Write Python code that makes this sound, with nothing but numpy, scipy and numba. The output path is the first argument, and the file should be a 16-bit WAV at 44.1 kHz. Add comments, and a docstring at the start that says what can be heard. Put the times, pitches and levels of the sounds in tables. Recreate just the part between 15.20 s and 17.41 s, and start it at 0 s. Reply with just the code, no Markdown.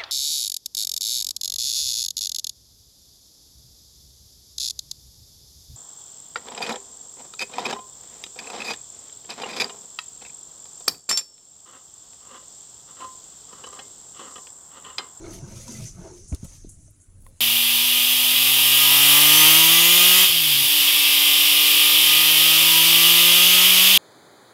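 """Lift doors closing

Inside a small steel lift car, heard by a hand-held phone: noise rings the rolling door parts and scrapes and
hisses along their tracks; the leaves meet with a dull knock of damped swings, rebound and latch with ringing
ticks. Shaped noise makes cloth, scuffs, air and shaft rumble; scattered clicks make a grip shifting on the
phone. A faint steady whine lies high up."""
import sys
import numpy as np
from scipy import signal
from scipy.fft import rfft, irfft
from scipy.io import wavfile
from scipy.ndimage import uniform_filter1d
from numba import njit

SR = 44100
rng = np.random.default_rng(int(sys.argv[2]) if len(sys.argv) > 2 else 0)


def volts_from_decibels(level):
    """Turn decibel levels (scalar or array-like) into linear amplitude factors."""
    exponent = np.asarray(level, float) / 20
    return 10 ** exponent


def output_pcm(signal):
    """Save a mono or channel-first signal as 16-bit PCM at the path in sys.argv[1].

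    Samples are clipped to [-1, 1] before scaling.
    """
    pcm = np.clip(np.atleast_2d(signal).T, -1, 1) * 32767
    wavfile.write(sys.argv[1], SR, np.round(pcm).astype(np.int16))


N = 97284


def level(x, db):
    """Scale to an rms level."""
    return x * volts_from_decibels(db) / np.sqrt(np.mean(x ** 2))


def curve(table, column=1):
    """One column of a table, joined by straight lines in time."""
    rows = np.array(table, float)
    return np.interp(np.arange(N) / SR, rows[:, 0], rows[:, column])


def walk(rate_per_s):
    """Slow smoothed chance with a new draw rate_per_s times a second; spread 1."""
    hold = int(SR / rate_per_s)
    steps = np.repeat(rng.standard_normal(N // hold + 2), hold)
    x = uniform_filter1d(uniform_filter1d(steps, hold), hold)[:N]
    return x / x.std()


def coloured(colour, grain_db=0., per_s=800., patchy_db=0.):
    """Noise of unit rms with a given spectrum; grains vary by grain_db, time-frequency patches by patchy_db."""
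    patch_hz, patch_s, size = 256.5, .04, 512
    grains = rng.standard_normal(N) * volts_from_decibels(grain_db * walk(per_s))
    z = signal.stft(grains, nperseg=size)[2]
    patch = uniform_filter1d(rng.standard_normal(z.shape), max(int(patch_hz * size / SR), 1), axis=0)
    patch = uniform_filter1d(patch, max(int(patch_s * SR * 2 / size), 1), axis=1)
    patchy = signal.istft(z * volts_from_decibels(patchy_db * patch / patch.std()), nperseg=size)[1][:N]
    rows = np.array(colour, float)
    hz = np.maximum(np.fft.rfftfreq(N, 1 / SR), 1)
    colour_db = np.interp(np.log(hz), np.log(rows[:, 0]), rows[:, 1], right=-90)
    return level(irfft(rfft(patchy) * volts_from_decibels(colour_db), N), 0)


@njit
def svf(x, hz, width_hz):
    """State-variable band-pass whose centre may move."""
    y, band, low = np.empty(len(x)), 0., 0.
    for i in range(len(x)):
        g, k = np.tan(np.pi * hz[i] / SR), width_hz / hz[i]
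        v = (band + g * (x[i] - low)) / (1 + g * (g + k))
        band, low, y[i] = 2 * v - band, low + 2 * g * v, k * v
    return y


def add(out, start_s, x):
    """Mix a short sound in at a time."""
    i = int(start_s * SR)
    out[i:i + len(x)] += x[:N - i]


def rolling(table, width_hz, skirt_db):
    """Roller noise rings a resonance that follows the table's pitch and dies away after its last row."""
    stop_s = 0.09  # time constant
    hz, noise = curve(table, column=2), rng.standard_normal(N)
    narrow = svf(svf(noise, hz, width_hz), hz, 2. * width_hz)
    skirt = svf(svf(noise, hz, 260.0), hz, 320.0)
    ring = level(narrow, 0) + level(skirt, skirt_db)
    even = ring / (uniform_filter1d(ring ** 2, 2500) ** 0.33 + 1e-9)  # swells partly evened out
    after_s = np.maximum(np.arange(N) / SR - table[-1][0], 0)
    return level(even, 0) * volts_from_decibels(curve(table)) * np.exp(-after_s / stop_s)


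def rumble():
    """Low noise of shaft and car, its level moving in time."""
    # shaft and car rumble: time_s, level_db
    envelope = [(0, -47), (.13, -42.5), (.21, -46), (.5, -45.5), (.93, -50), (.98, -57), (1.03, -47.5),
                (1.4, -48), (1.6, -48), (1.8, -54), (1.85, -65), (1.9, -49), (2.05, -46.5), (2.2, -54.5)]
    # rumble spectrum: freq_hz, relative density_db per Hz
    colour = [(15, -8), (30, 9), (60, -5.5), (90, 3), (130, -5.5), (250, -21), (900, -42.5)]
    return coloured(colour) * volts_from_decibels(curve(envelope))


def air():
    """Steady noise of the car's air, streaked by the phone's noise suppression, with a faint whine high up."""
    # air spectrum: freq_hz, relative density_db per Hz
    colour = [(150, -7.5), (300, 7.5), (600, -31), (1500, -16), (4400, -34), (6500, -10.5), (10000, -5),
              (12000, -50), (16000, -34)]
    whine_hz, whine_width_hz, whine_db = 10110., 15., -73.5
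    whine = svf(rng.standard_normal(N), np.full(N, whine_hz), whine_width_hz)
    return coloured(colour, patchy_db=5.0) * volts_from_decibels(-64) + level(whine, whine_db)


def cloth():
    """Cloth brushing near the phone: grainy broadband noise in strokes."""
    # brushing strokes: time_s, level_db
    envelope = [(0, -81), (.06, -65), (.14, -47.5), (.19, -54.5), (.23, -73), (.28, -57.5), (.39, -50),
                (.52, -49.5), (.67, -48), (.72, -60), (.78, -65), (.93, -71), (.975, -56.5), (1.02, -66.5),
                (1.13, -80), (1.15, -51), (1.18, -71), (1.235, -57.5), (1.25, -53), (1.265, -60),
                (1.29, -61.5), (1.35, -57), (1.45, -72), (1.98, -75.5), (2.2, -66)]
    # cloth spectrum: freq_hz, relative density_db per Hz
    colour = [(1200, -23), (2000, 1.5), (4300, 2.5), (6100, 2.5), (10300, 4), (12500, -4), (16000, -15.5)]
    return coloured(colour, grain_db=1.5, per_s=240, patchy_db=3.5) * volts_from_decibels(curve(envelope))


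def crackle():
    """A grip shifting on the phone: tiny clicks, each a sub-millisecond puff, ring the microphone port."""
    start_s, end_s, fade_s, clicks_per_s = 1.985, 2.125, 0.037, 560
    floor_db, spread_db = -45, 2.5  # click drive ahead of the filters
    port_hz, port_width_hz, puff_s = 10000., 1240., 0.00073
    t, chance = np.arange(N) / SR, rng.random((2, N))
    fade = np.clip(np.minimum(t - start_s, end_s - t) / fade_s, 0, 1)
    strength = volts_from_decibels(floor_db - spread_db * np.log(chance[1] + 0.0012))
    clicks = (chance[0] < clicks_per_s / SR) * fade * strength
    puffs = signal.lfilter([1], [1, -np.exp(-1 / (puff_s * SR))], clicks) * rng.standard_normal(N)
    port = svf(puffs, np.full(N, port_hz), port_width_hz)
    edge = np.diff(puffs, n=5, prepend=np.zeros(5))  # extreme treble
    return port + 0.012 * edge


def scuffs():
    """Gritty bright noise, quick to start and slower to die."""
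    # short scuffs: start_s, level_db, rise_s, t60_s
    events = [(1.077, -48, 0.0015, 0.46), (1.239, -47.5, 0.0036, 0.3), (1.488, -42, 0.0044, 0.22),
              (1.580, -52, 0.041, 0.56), (1.799, -54, 0.0081, 0.31), (2.160, -53.5, 0.012, 0.25)]
    # scuff spectrum: freq_hz, relative density_db per Hz
    colour = [(4000, -49), (5500, -20), (6700, 0), (8900, -3), (10500, -4.5), (12200, -29), (15000, -41)]
    gain, t = np.zeros(N), np.arange(SR // 2) / SR
    for start_s, db, rise_s, t60_s in events:
        add(gain, start_s, volts_from_decibels(db - 60 * t / t60_s) * (1 - np.exp(-t / rise_s)))
    return gain * coloured(colour, grain_db=2.0, per_s=950, patchy_db=4.5)


def hiss():
    """Door seals sliding: finely grained treble noise."""
    # seal hiss: time_s, level_db
    envelope = [(0, -55), (.15, -45.5), (.21, -52), (.29, -52), (.4, -45), (.46, -50.5), (.52, -41),
                (.6, -47.5), (.67, -40.5), (.75, -54.5), (.98, -51), (1.2, -56), (1.36, -50.5),
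                (1.46, -62.5), (1.6, -68), (1.68, -63.5), (1.74, -83), (1.92, -83), (2.2, -80)]
    # hiss spectrum: freq_hz, relative density_db per Hz
    colour = [(3500, -27), (5200, -12), (6200, 0), (7000, -7.5), (8000, -14.5), (9800, -15.5), (11500, -43),
              (14000, -38)]
    return coloured(colour, grain_db=1.0, per_s=300, patchy_db=3.0) * volts_from_decibels(curve(envelope))


def scrape():
    """Door shoes scraping in the sill: gritty contact noise and the sheet-metal modes that it rings."""
    # scraping strength: time_s, level_db
    envelope = [(0, -54), (.06, -46.5), (.2, -59), (.32, -52.5), (.45, -58.5), (.48, -53), (.57, -57),
                (.61, -52.5), (.66, -78), (.74, -69), (.79, -56), (.87, -51), (.96, -66.5), (1.03, -101),
                (1.11, -65.5), (1.13, -51), (1.18, -66), (1.22, -70), (1.25, -54.5), (1.28, -72),
                (1.33, -62), (1.4, -77.5), (2.0, -77), (2.08, -67.5), (2.2, -77)]
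    # grit spectrum: freq_hz, relative density_db per Hz
    colour = [(400, 5), (650, -11.5), (1300, -1), (2600, -18.5), (5000, -22)]
    # sheet-metal modes: mode_hz, relative level_db
    modes = [(540, 4), (660, 3), (885, -1.5), (955, -5.5), (1100, -8), (1290, -2.5), (1500, -4), (2200, -7),
             (2750, -11.5), (3500, -9), (4200, -6.5)]
    mode_q, flicker_db, flicker_per_s, grit_db = 15, 7.5, 25, -2.5
    ring = 0
    for hz, db in modes:
        mode = signal.lfilter(*signal.iirpeak(hz, mode_q, fs=SR), rng.standard_normal(N))
        flicker = volts_from_decibels(flicker_db * np.tanh(walk(flicker_per_s)))  # each mode swells and fades by itself
        ring = ring + level(mode, db) * flicker
    grit = coloured(colour, grain_db=5.0, per_s=230, patchy_db=4.5)
    return (level(ring, 0) + volts_from_decibels(grit_db) * grit) * volts_from_decibels(curve(envelope))


def sway():
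    """Lower sway of the panels: a fixed resonance rung by roller noise."""
    # panel sway: time_s, level_db
    envelope = [(0, -73), (.09, -50), (.13, -77), (.21, -71), (0.235, -33.5), (.28, -57), (.37, -43.5),
                (.44, -49.5), (.52, -53.5), (0.643, -33), (.69, -51.5), (.81, -50.5), (.86, -55.5),
                (1.0, -63), (1.07, -77)]
    return rolling([(s, db, 126) for s, db in envelope], 31.4, skirt_db=-24)


def hanger_frame():
    """Door hanger frame shaken by the rollers; it rings higher as the doors near each other."""
    # frame shaking: time_s, level_db
    envelope = [(0, -47), (0.041, -39), (.1, -43), (.19, -52), (.29, -51.5), (.38, -54), (.445, -73.5),
                (0.519, -48), (.57, -68), (.62, -53.5), (.73, -67), (.8, -51), (.855, -44.5), (.885, -52.5),
                (.91, -45), (.98, -51), (1.09, -69.5)]
    start_hz, rise_hz_per_s = 333.7, 29.5
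    return rolling([(s, db, start_hz + rise_hz_per_s * s) for s, db in envelope], 53., skirt_db=-11)


def panels():
    """Door panels shaken by their rollers: a resonance that wanders as the doors travel."""
    # panel shaking: time_s, level_db, resonance_hz
    track = [(0, -75, 211), (.15, -42.5, 184), (.2, -59, 187), (.24, -43.5, 187), (.33, -50.5, 206.6),
             (.455, -59.5, 215), (.49, -42.5, 236.6), (.6, -44, 214), (.72, -68, 195), (.8, -42, 179),
             (.86, -63, 187), (1.1, -68, 193)]
    return rolling(track, 24., skirt_db=-14.5)


def ticks():
    """Latch and metal edges: a short ring with a broad splash of noise about the same pitch."""
    # hard ticks: start_s, level_db, pitch_hz, t60_s
    hits = [(.479, -43, 967, 0.11), (0.479, -37.5, 6200, 0.051), (0.549, -46, 2026, 0.11),
            (.600, -48, 645, 0.24), (0.815, -53, 10800, .012), (1.125, -36, 642, 0.033),
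            (1.1263, -39, 2320, 0.0092), (1.130, -43, 9500, .007), (1.142, -36.5, 400, 0.043),
            (1.1428, -31, 4000, 0.0031), (1.1476, -26.5, 10060, 0.0057), (1.1474, -31.5, 5560, 0.0084),
            (1.243, -53.5, 12900, 0.064), (1.4932, -33, 9000, 0.0088), (1.68, -57, 612, 0.07),
            (1.707, -58, 12800, 0.027), (1.439, -62, 4100, 0.23)]
    # modes of one last small snap: level_db, pitch_hz, t60_s
    snap_modes = [(-42.5, 1054, 0.028), (-40.5, 1950, 0.007), (-45.5, 3200, 0.004)]
    snap_s, all_splash_hz, rise_s = 2.0652, 4700, .0001
    out, t = np.zeros(N), np.arange(4000) / SR
    rows = [(snap_s, *mode) for mode in snap_modes] + hits
    for start_s, db, hz, t60_s in rows:
        centre, width_hz = np.full(len(t), 1. * hz), min(hz * .6, 3000.)
        noise = rng.standard_normal(len(t))
        splash = level(svf(svf(noise, centre, width_hz), centre, width_hz), 1)
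        share = min(hz / all_splash_hz, 1) ** 4  # lower ticks ring more
        shape = volts_from_decibels(db - 60 * t / t60_s) * (1 - np.exp(-t / rise_s))
        add(out, start_s, shape * ((1 - share) * np.cos(2 * np.pi * hz * t) + share * splash))
    return out


def knocks():
    """Each knock is a few swings of the door leaf, first pulling away, soon choked by rubber."""
    # door-leaf knocks: start_s, peak_db, pitch_hz, length_s
    hits = [(1.1170, -27, 161, 0.012), (1.1190, -20, 69.5, 0.035), (1.125, -32.5, 281.5, 0.025),
            (1.2296, -26, 155, 0.0088), (1.236, -32, 78.5, 0.015), (1.245, -34.5, 150, 0.014),
            (1.446, -33, 290, 0.0059), (1.469, -39.5, 184, 0.0075)]
    rise, fall = 0.29, 0.33  # shares of the length
    out = np.zeros(N)
    for start_s, db, hz, length_s in hits:
        t = np.arange(int(length_s * SR)) / SR
        ramp = np.clip(np.minimum(t / rise, (length_s - t) / fall) / length_s, 0, 1)
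        shape = np.sin(np.pi / 2 * ramp) ** 2
        add(out, start_s, -volts_from_decibels(db) * shape * np.sin(2 * np.pi * hz * t))
    return out


def scene():
    """Doors, hands and car together, one channel."""
    car = rumble() + air()
    hands = cloth() + crackle()
    sliding = scuffs() + hiss() + scrape()
    doors = sway() + hanger_frame() + panels()
    return (car + hands + sliding + doors + ticks() + knocks())[None]


def band_limit(x):
    """A steep low-pass at the top of the band."""
    return signal.sosfilt(signal.butter(12, 16480, fs=SR, output="sos"), x)


def record(dry):
    """The phone cuts the top with a steep low-pass."""
    low_pass = signal.ellip(8, .2, 60, 15900, fs=SR, output="sos")
    return band_limit(signal.sosfilt(low_pass, dry))


dry = scene()
out = record(dry)
output_pcm(out)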